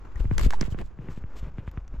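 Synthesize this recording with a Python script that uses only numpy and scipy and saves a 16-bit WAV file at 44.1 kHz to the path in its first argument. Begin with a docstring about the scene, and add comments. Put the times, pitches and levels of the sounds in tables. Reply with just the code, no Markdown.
"""A handful of bait lands in a calm stream: sharp slaps, ringing bubbles, spray, pattering crumbs.
Dull thumps fall in pitch and a sleeve rustles faintly, close to body-worn microphones.
Light wind buffets the microphones over a quiet outdoor wash. The stereo image narrows to mono."""
import sys
import numpy as np
from scipy import signal
from scipy.fft import rfft, irfft
from scipy.io import wavfile

SR = 44100
rng = np.random.default_rng(int(sys.argv[2]) if len(sys.argv) > 2 else 0)


def transcribe(u):
    """Save the signal u as a 16-bit wav file named by the first command-line argument.

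    u: samples, shape (n,) or (channels, n), limited to [-1, 1]; the rate is SR.
    q: integer samples, one column per channel.
    """
    v = np.clip(np.atleast_2d(u).T, -1, 1)
    q = np.round(v * 32767).astype(np.int16)
    wavfile.write(sys.argv[1], SR, q)


N = 88200
TIME = np.arange(N) / SR
HIT_TIME = np.arange(SR // 10) / SR


def amp(db):
    return 10 ** (np.asarray(db) / 20)


def unit_rms(x):
    return x / np.sqrt(np.mean(x ** 2) + 1e-20)


def gain_curve(points):
    return amp(np.interp(TIME, *np.transpose(points)))


def colour(x, spectrum):
    """Filter by a dB curve on a log-frequency axis."""
    hz, db = np.transpose(spectrum)
    log_hz = np.log(np.fft.rfftfreq(N, 1 / SR) + 1)
    return irfft(rfft(x) * amp(np.interp(log_hz, np.log(hz), db)), N)


def noise(spectrum, correlation, sizes=1):
    """Coloured stereo noise, unit rms; sparse sizes make it grainy."""
    mid, side = rng.standard_normal((2, N)) * sizes
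    mid = np.sqrt((1 + correlation) / 2) * mid
    side = np.sqrt((1 - correlation) / 2) * side
    return unit_rms(colour(np.array([mid + side, mid - side]), spectrum))


def impulses(per_s, spread_db, max_spreads):
    """Random impulse train, exponentially distributed in dB."""
    sizes = amp(spread_db * np.minimum(rng.exponential(1, N), max_spreads))
    return sizes * (rng.random(N) < per_s / SR)


def soft_gate(start_s, length_s, edge_share=0.18):
    """Swell and fade; edges scale with length."""
    inside_s = np.minimum(TIME - start_s, start_s + length_s - TIME)
    return .5 + .5 * np.tanh(inside_s / (edge_share * length_s))


def hit_slice(x, start_s):
    return np.roll(x, -round(start_s * SR), 1)[:, :len(HIT_TIME)]


def add(mix, start_s, sound, pan_db):
    """Mix in at start_s; pan_db is left minus right."""
    part = mix[:, round(start_s * SR):][:, :sound.shape[-1]]
    part += (sound * amp([[pan_db / 2], [-pan_db / 2]]))[:, :part.shape[1]]


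def ring(hz, decay_s, sag=0.032):
    """Damped ring, as of an air pocket, sagging slightly in pitch."""
    age = HIT_TIME / decay_s
    cycles = np.cumsum(hz * (1 - sag * np.minimum(age, 4))) / SR
    envelope = 2 * (1 - np.exp(-2 * age)) * np.exp(-age)
    return envelope * np.sin(2 * np.pi * cycles)


# (time [s], ring pitch [Hz], ring level [dB], decay [s], spray level [dB], pan [dB], left delay [s])
BAIT_HITS = [(.158, 1920, -38, 0.0018, -49.5, 2.5, 0.0037), (0.3808, 4600, -15.5, 0.00013, -25, 0, 0),
             (0.3817, 7970, -21, 0.0002, -39, 6, 0), (0.3815, 1100, -20, 0.00023, -42.5, -15.5, 0.0043),
             (0.3948, 7700, -21.5, 0.000078, -34, 4, .0002), (0.3951, 1100, -24.5, 0.0013, -49, -7, 0.0027),
             (0.397, 7000, -41, 0.00021, -38, 0, 0), (0.4122, 12200, -36, 0.00067, -36, 9.5, 0),
             (.5067, 1330, -19.5, 0.00048, -29.5, -2.5, 0), (0.5271, 1750, -21.5, 0.0014, -43, -2, 1),
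             (0.5346, 935, -19.5, .0015, -34, -3.5, 0), (0.5356, 2100, -33, 0.00069, -56, 0, 0),
             (.5371, 1070, -34, .0012, -54, 5, 0.0051), (0.5418, 940, -22, 0.0027, -40, -1, -0.5),
             (0.611, 5500, -14.5, 0.00028, -43.5, -3.5, 0), (.6120, 6170, -22.5, 0.00031, -27.5, 1, 0.0011),
             (0.6234, 2000, -32, 0.00027, -37, -4, .0002), (0.6294, 1300, -21, 0.00018, -55, -1, 0.0011),
             (0.7227, 3150, -43.5, 0.0019, -66, -1, 0.0016), (0.7888, 1900, -25, 0.00019, -60, 4.5, 0),
             (.8143, 900, -33, 0.0012, -45, -1, 0.0067), (1.7136, 7200, -63, .0005, -51.5, -9, 0),
             (1.7137, 13000, -52, 0.00062, -62, 12, 0), (1.879, 6000, -46.5, 0.00048, -51.5, 4, 0)]
# (frequency [Hz], level [dB])
SPRAY_SPECTRUM = [(200, 4), (900, 9), (2000, 7.5), (3500, -4), (5500, -3), (7700, -3), (9500, -23),
                  (12300, -8.5), (15500, -35)]


def bait_splashes(spray_decay_s=0.0019, drip_decay_s=0.004, drip_db=-11):
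    """Each piece slaps the surface, rings a cavity and throws a short spray."""
    out, t = np.zeros((2, N)), HIT_TIME
    hiss = noise(SPRAY_SPECTRUM, correlation=0.26)
    fade = np.exp(-t / spray_decay_s) + amp(drip_db) * np.exp(-t / drip_decay_s)
    for start_s, hz, ring_db, decay_s, spray_db, pan_db, delay_s in BAIT_HITS:
        cavity = ring(hz, decay_s)
        left = np.interp(t - delay_s, t, cavity)  # silent for delays beyond +/-0.1 s
        spray = amp(spray_db) * fade * hit_slice(hiss, start_s)
        add(out, start_s, amp(ring_db) * np.array([left, cavity]) + spray, pan_db)
    return out


# (frequency [Hz], level [dB])
CRUMB_SPECTRUM = [(400, -21), (1000, 6), (2000, 2), (3200, -11), (4500, 10), (5900, -13), (7500, 6.5),
                  (9500, -9), (12300, -6), (15500, -28)]


def crumbs():
    """Fine crumbs patter on the water just after the first loud slaps."""
    impacts = impulses(per_s=540, spread_db=0.5, max_spreads=3)
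    patter = noise(CRUMB_SPECTRUM, correlation=0.39, sizes=impacts)
    return amp(-46) * patter * soft_gate(start_s=0.401, length_s=0.066)


# (time [s], level [dB], pitch drop [Hz], pitch floor [Hz], swell [s], tick level [dB], pan [dB])
THUMP_HITS = [(.158, -20.5, 97, 35, 0.0069, -38, 4), (.200, -13.5, 251, 42, 0.013, -48, 5),
              (0.204, -31, 910, 250, 0.0017, -41, 2.5), (.244, -30.5, 870, 127, 0.0025, -48, -7.5),
              (.254, -14.5, 454, 51, 0.0061, -33.5, -3), (0.312, -15, 1354, 72, 0.007, -22.5, 1),
              (0.4622, -19, 1000, 60.5, 0.0041, -47, -13.5), (.6115, -22.5, 943, 135, 0.0043, -46, -21.5),
              (0.6291, -24.5, 1020, 69, 0.0016, -25.5, 9), (0.6802, -24, 970, 46, 0.0044, -57, 6),
              (0.723, -18, 378, 60.5, 0.0051, -59, 2), (0.7454, -26.5, 1190, 91, 0.003, -32, -10.5),
              (0.9886, -29, 985, 103.5, 0.0077, -39.5, 10.5), (1.0862, -25.5, 1015, 68.4, 0.0044, -30.5, 0),
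              (1.1, -26.5, 303, 72, 0.003, -50, 0), (1.176, -25, 590, 40, 0.0027, -45, 8),
              (1.2392, -26, 1025, 45.5, 0.0067, -35, 2), (1.4284, -22.5, 420, 35.5, 0.0037, -52, 0),
              (1.468, -34, 700, 109, .004, -46, -11), (1.5837, -22.5, 816, 71, 0.0041, -32.5, 0),
              (1.677, -24.5, 820, 35, 0.0053, -28.5, -13), (1.7748, -20, 680, 40.7, 0.0051, -27.5, -6.5),
              (1.941, -32, 500, 108, 0.0024, -41, 0)]
# (frequency [Hz], level [dB])
SCUFF_SPECTRUM = [(200, -7), (700, 6.5), (1400, 8.5), (2200, -3), (3400, 1), (4500, -10), (11000, -37)]
# (frequency [Hz], gain [dB])
THUMP_EQ = [(2400, -2.5), (3300, -8), (4500, -27), (9000, -29)]


def thumps(fall_s=0.00094, scuff_rise_s=0.00069, scuff_decay_s=0.0038):
    """A scuffing tick opens a wave that dives into the bass within a few cycles."""
    out, t = np.zeros((2, N)), HIT_TIME
    scuff = noise(SCUFF_SPECTRUM, correlation=0.46)
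    scuff_gain = amp(-11.5) * (1 - np.exp(-t / scuff_rise_s)) * np.exp(-t / scuff_decay_s)
    for start_s, db, drop_hz, floor_hz, swell_s, tick_db, pan_db in THUMP_HITS:
        cycles = np.cumsum(floor_hz + drop_hz / (1 + t / fall_s) ** 1.398) / SR
        envelope = (t / swell_s * np.exp(1 - t / swell_s)) ** 1.06
        body = amp(db) * envelope * np.sin(2 * np.pi * cycles)
        tick = ring(hz=1780, decay_s=0.0003) + scuff_gain * hit_slice(scuff, start_s)
        add(out, start_s, amp(tick_db) * tick - body, pan_db)
    return colour(out, THUMP_EQ)


# (time [s], length [s], level [dB], treble gain [dB], pan [dB])
HISS_BURSTS = [(0.159, 0.0047, -68, 4, -1), (0.167, 0.11, -58.5, 2.5, 1), (0.196, 0.018, -48, -3, -2),
               (0.303, 0.068, -53.5, 0, 0), (0.385, 0.032, -39.5, -2, -3), (0.426, 0.042, -36, 2.5, 2),
               (0.5, 0.062, -47.5, 3, -6.5), (0.599, 0.028, -50.5, -5, -18), (0.633, 0.045, -44.5, 0, -2.5),
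               (0.701, 0.037, -60, 14.5, -2), (0.779, 0.047, -49.5, -4.5, 7),
               (0.84, 0.041, -68.5, 13.5, -5), (1.099, 0.041, -58.5, 5, -12),
               (1.148, 0.044, -54.5, -2.5, -11), (1.362, 0.039, -54, 7.5, -11),
               (1.407, 0.059, -58, -7, -17), (1.577, 0.028, -50, -21, -8), (1.67, 0.024, -49, -9, -4),
               (1.77, 0.013, -50, -29, 4)]
# (frequency [Hz], level [dB])
HISS_SPECTRUM = [(200, 21.5), (700, 2), (1900, 8.5), (3200, 5), (4500, -1), (5900, -4), (7500, -0.5),
                 (9200, -13.5), (11000, -23.5), (12300, -0.5), (14000, -25.5), (15500, -35)]


def grainy_hiss(treble_hz=3370):
    """Grainy hissing bursts: crumbs spraying onto the water, and faint sleeve rustle."""
    out = np.zeros((2, N))
    sizes = impulses(per_s=5000, spread_db=-2, max_spreads=4)
    grains = noise(HISS_SPECTRUM, correlation=0.26, sizes=sizes)
    body = colour(grains, [(treble_hz / 2, 0), (treble_hz, -4), (treble_hz * 2, -30)])
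    for start_s, length_s, db, treble_db, pan_db in HISS_BURSTS:
        hiss = body + amp(treble_db) * (grains - body)
        add(out, 0, amp(db) * hiss * soft_gate(start_s, length_s), pan_db)
    return out


# (time [s], length [s], level [dB])
JUDDER_STROKES = [(0.399, 0.015, -34.5), (0.432, 0.058, -37.5), (0.785, .038, -33), (0.998, 0.12, -45.5),
                  (1.337, 0.05, -49.5), (1.444, 0.056, -46), (1.591, 0.05, -48.5), (1.923, 0.038, -51.5)]
# (frequency [Hz], level [dB])
JUDDER_SPECTRUM = [(60, -22), (130, 4.5), (220, -10.5), (400, -7.5), (700, -19), (1200, -31), (2500, -28.5),
                   (6000, -54.5)]


def cloth_judder():
    """Rubbing cloth shudders in short, low bursts."""
    gain = sum(amp(db) * soft_gate(start_s, length_s) for start_s, length_s, db in JUDDER_STROKES)
    return noise(JUDDER_SPECTRUM, correlation=0.29) * gain


# (frequency [Hz], level [dB])
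RUMBLE_SPECTRUM = [(5, -12), (20, -9), (40, 4.5), (70, -7), (110, -18), (200, -27), (400, -46),
                   (1200, -108.5)]
GUST_SPECTRUM = [(2, 21), (9, -5.5), (14, -0.5), (25, -16.5), (60, -67.5), (200, -78)]
# (time [s], level [dB])
RUMBLE_ENVELOPE = [(0, -44), (.14, -40), (.2, -39.5), (.3, -25), (.37, -27), (.47, -13), (.51, -46),
                   (.56, -36.5), (.63, -23.5), (.7, -38), (.85, -32.5), (.94, -44), (1.2, -32.5),
                   (1.3, -46.5), (1.45, -33), (1.6, -39.5), (1.85, -42), (2, -32.5)]
GUST_ENVELOPE = [(0, -49), (.3, -23), (.41, -9.5), (.48, -15), (.6, -18), (.7, -36), (2, -39)]


def wind(correlation=0.61):
    """Air buffets the microphones: uneven rumble plus one slow push."""
    rumble = noise(RUMBLE_SPECTRUM, correlation) * gain_curve(RUMBLE_ENVELOPE)
    gust = noise(GUST_SPECTRUM, correlation) * gain_curve(GUST_ENVELOPE)
    return rumble + gust


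# (frequency [Hz], level [dB])
WASH_SPECTRUM = [(80, 10), (200, 3), (400, 2), (700, -4.5), (1100, -3), (1550, -7), (1900, -13.5),
                 (2500, -17), (4000, -27.5), (7300, -29), (9000, -51), (12300, -35), (15000, -54.5)]
# (time [s], level [dB])
WASH_ENVELOPE = [(0, -50), (.14, -50), (.5, -46.5), (.8, -52.5), (.93, -56), (1.05, -46.5), (1.2, -48.5),
                 (1.45, -50), (1.8, -50), (1.9, -56), (2, -51.5)]


def outdoor_wash(flutter_rms_db=3):
    """Quiet background noise with a fluttering level."""
    flutter = colour(rng.standard_normal(N), [(3, 2.5), (30, -13.5), (90, -19), (300, -100)])
    gain = gain_curve(WASH_ENVELOPE) * amp(flutter_rms_db * unit_rms(flutter))
    return noise(WASH_SPECTRUM, correlation=0.41) * gain


def scene():
    events = bait_splashes() + crumbs() + thumps() + grainy_hiss() + cloth_judder()
    return events + outdoor_wash() + wind()


# (time [s], side gain [dB])
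STEREO_WIDTH = [(0, -3.5), (.3, 1.5), (.45, -1.5), (.54, -7), (.65, 0), (.8, -4), (.92, -8.5), (1.2, -22),
                (1.4, -29), (2, -41)]
# (frequency [Hz], gain [dB])
RIGHT_MIC_EQ = [(20, -1), (5500, -1.5), (7400, -2.5), (9000, -8), (10500, -17), (12000, -20.5),
                (13500, -16.5), (16000, -7)]


def record(dry, cutoff_hz=15600):
    """Image narrowing to mono, duller right microphone, low-pass."""
    mid = dry.mean(0)
    side = (dry[0] - dry[1]) / 2 * gain_curve(STEREO_WIDTH)
    stereo = np.array([mid + side, colour(mid - side, RIGHT_MIC_EQ)])
    lowpass = signal.firwin(511, cutoff_hz, window=("kaiser", 9), fs=SR)
    return signal.oaconvolve(stereo, lowpass[None], "same")


dry = scene()
out = record(dry)
transcribe(out)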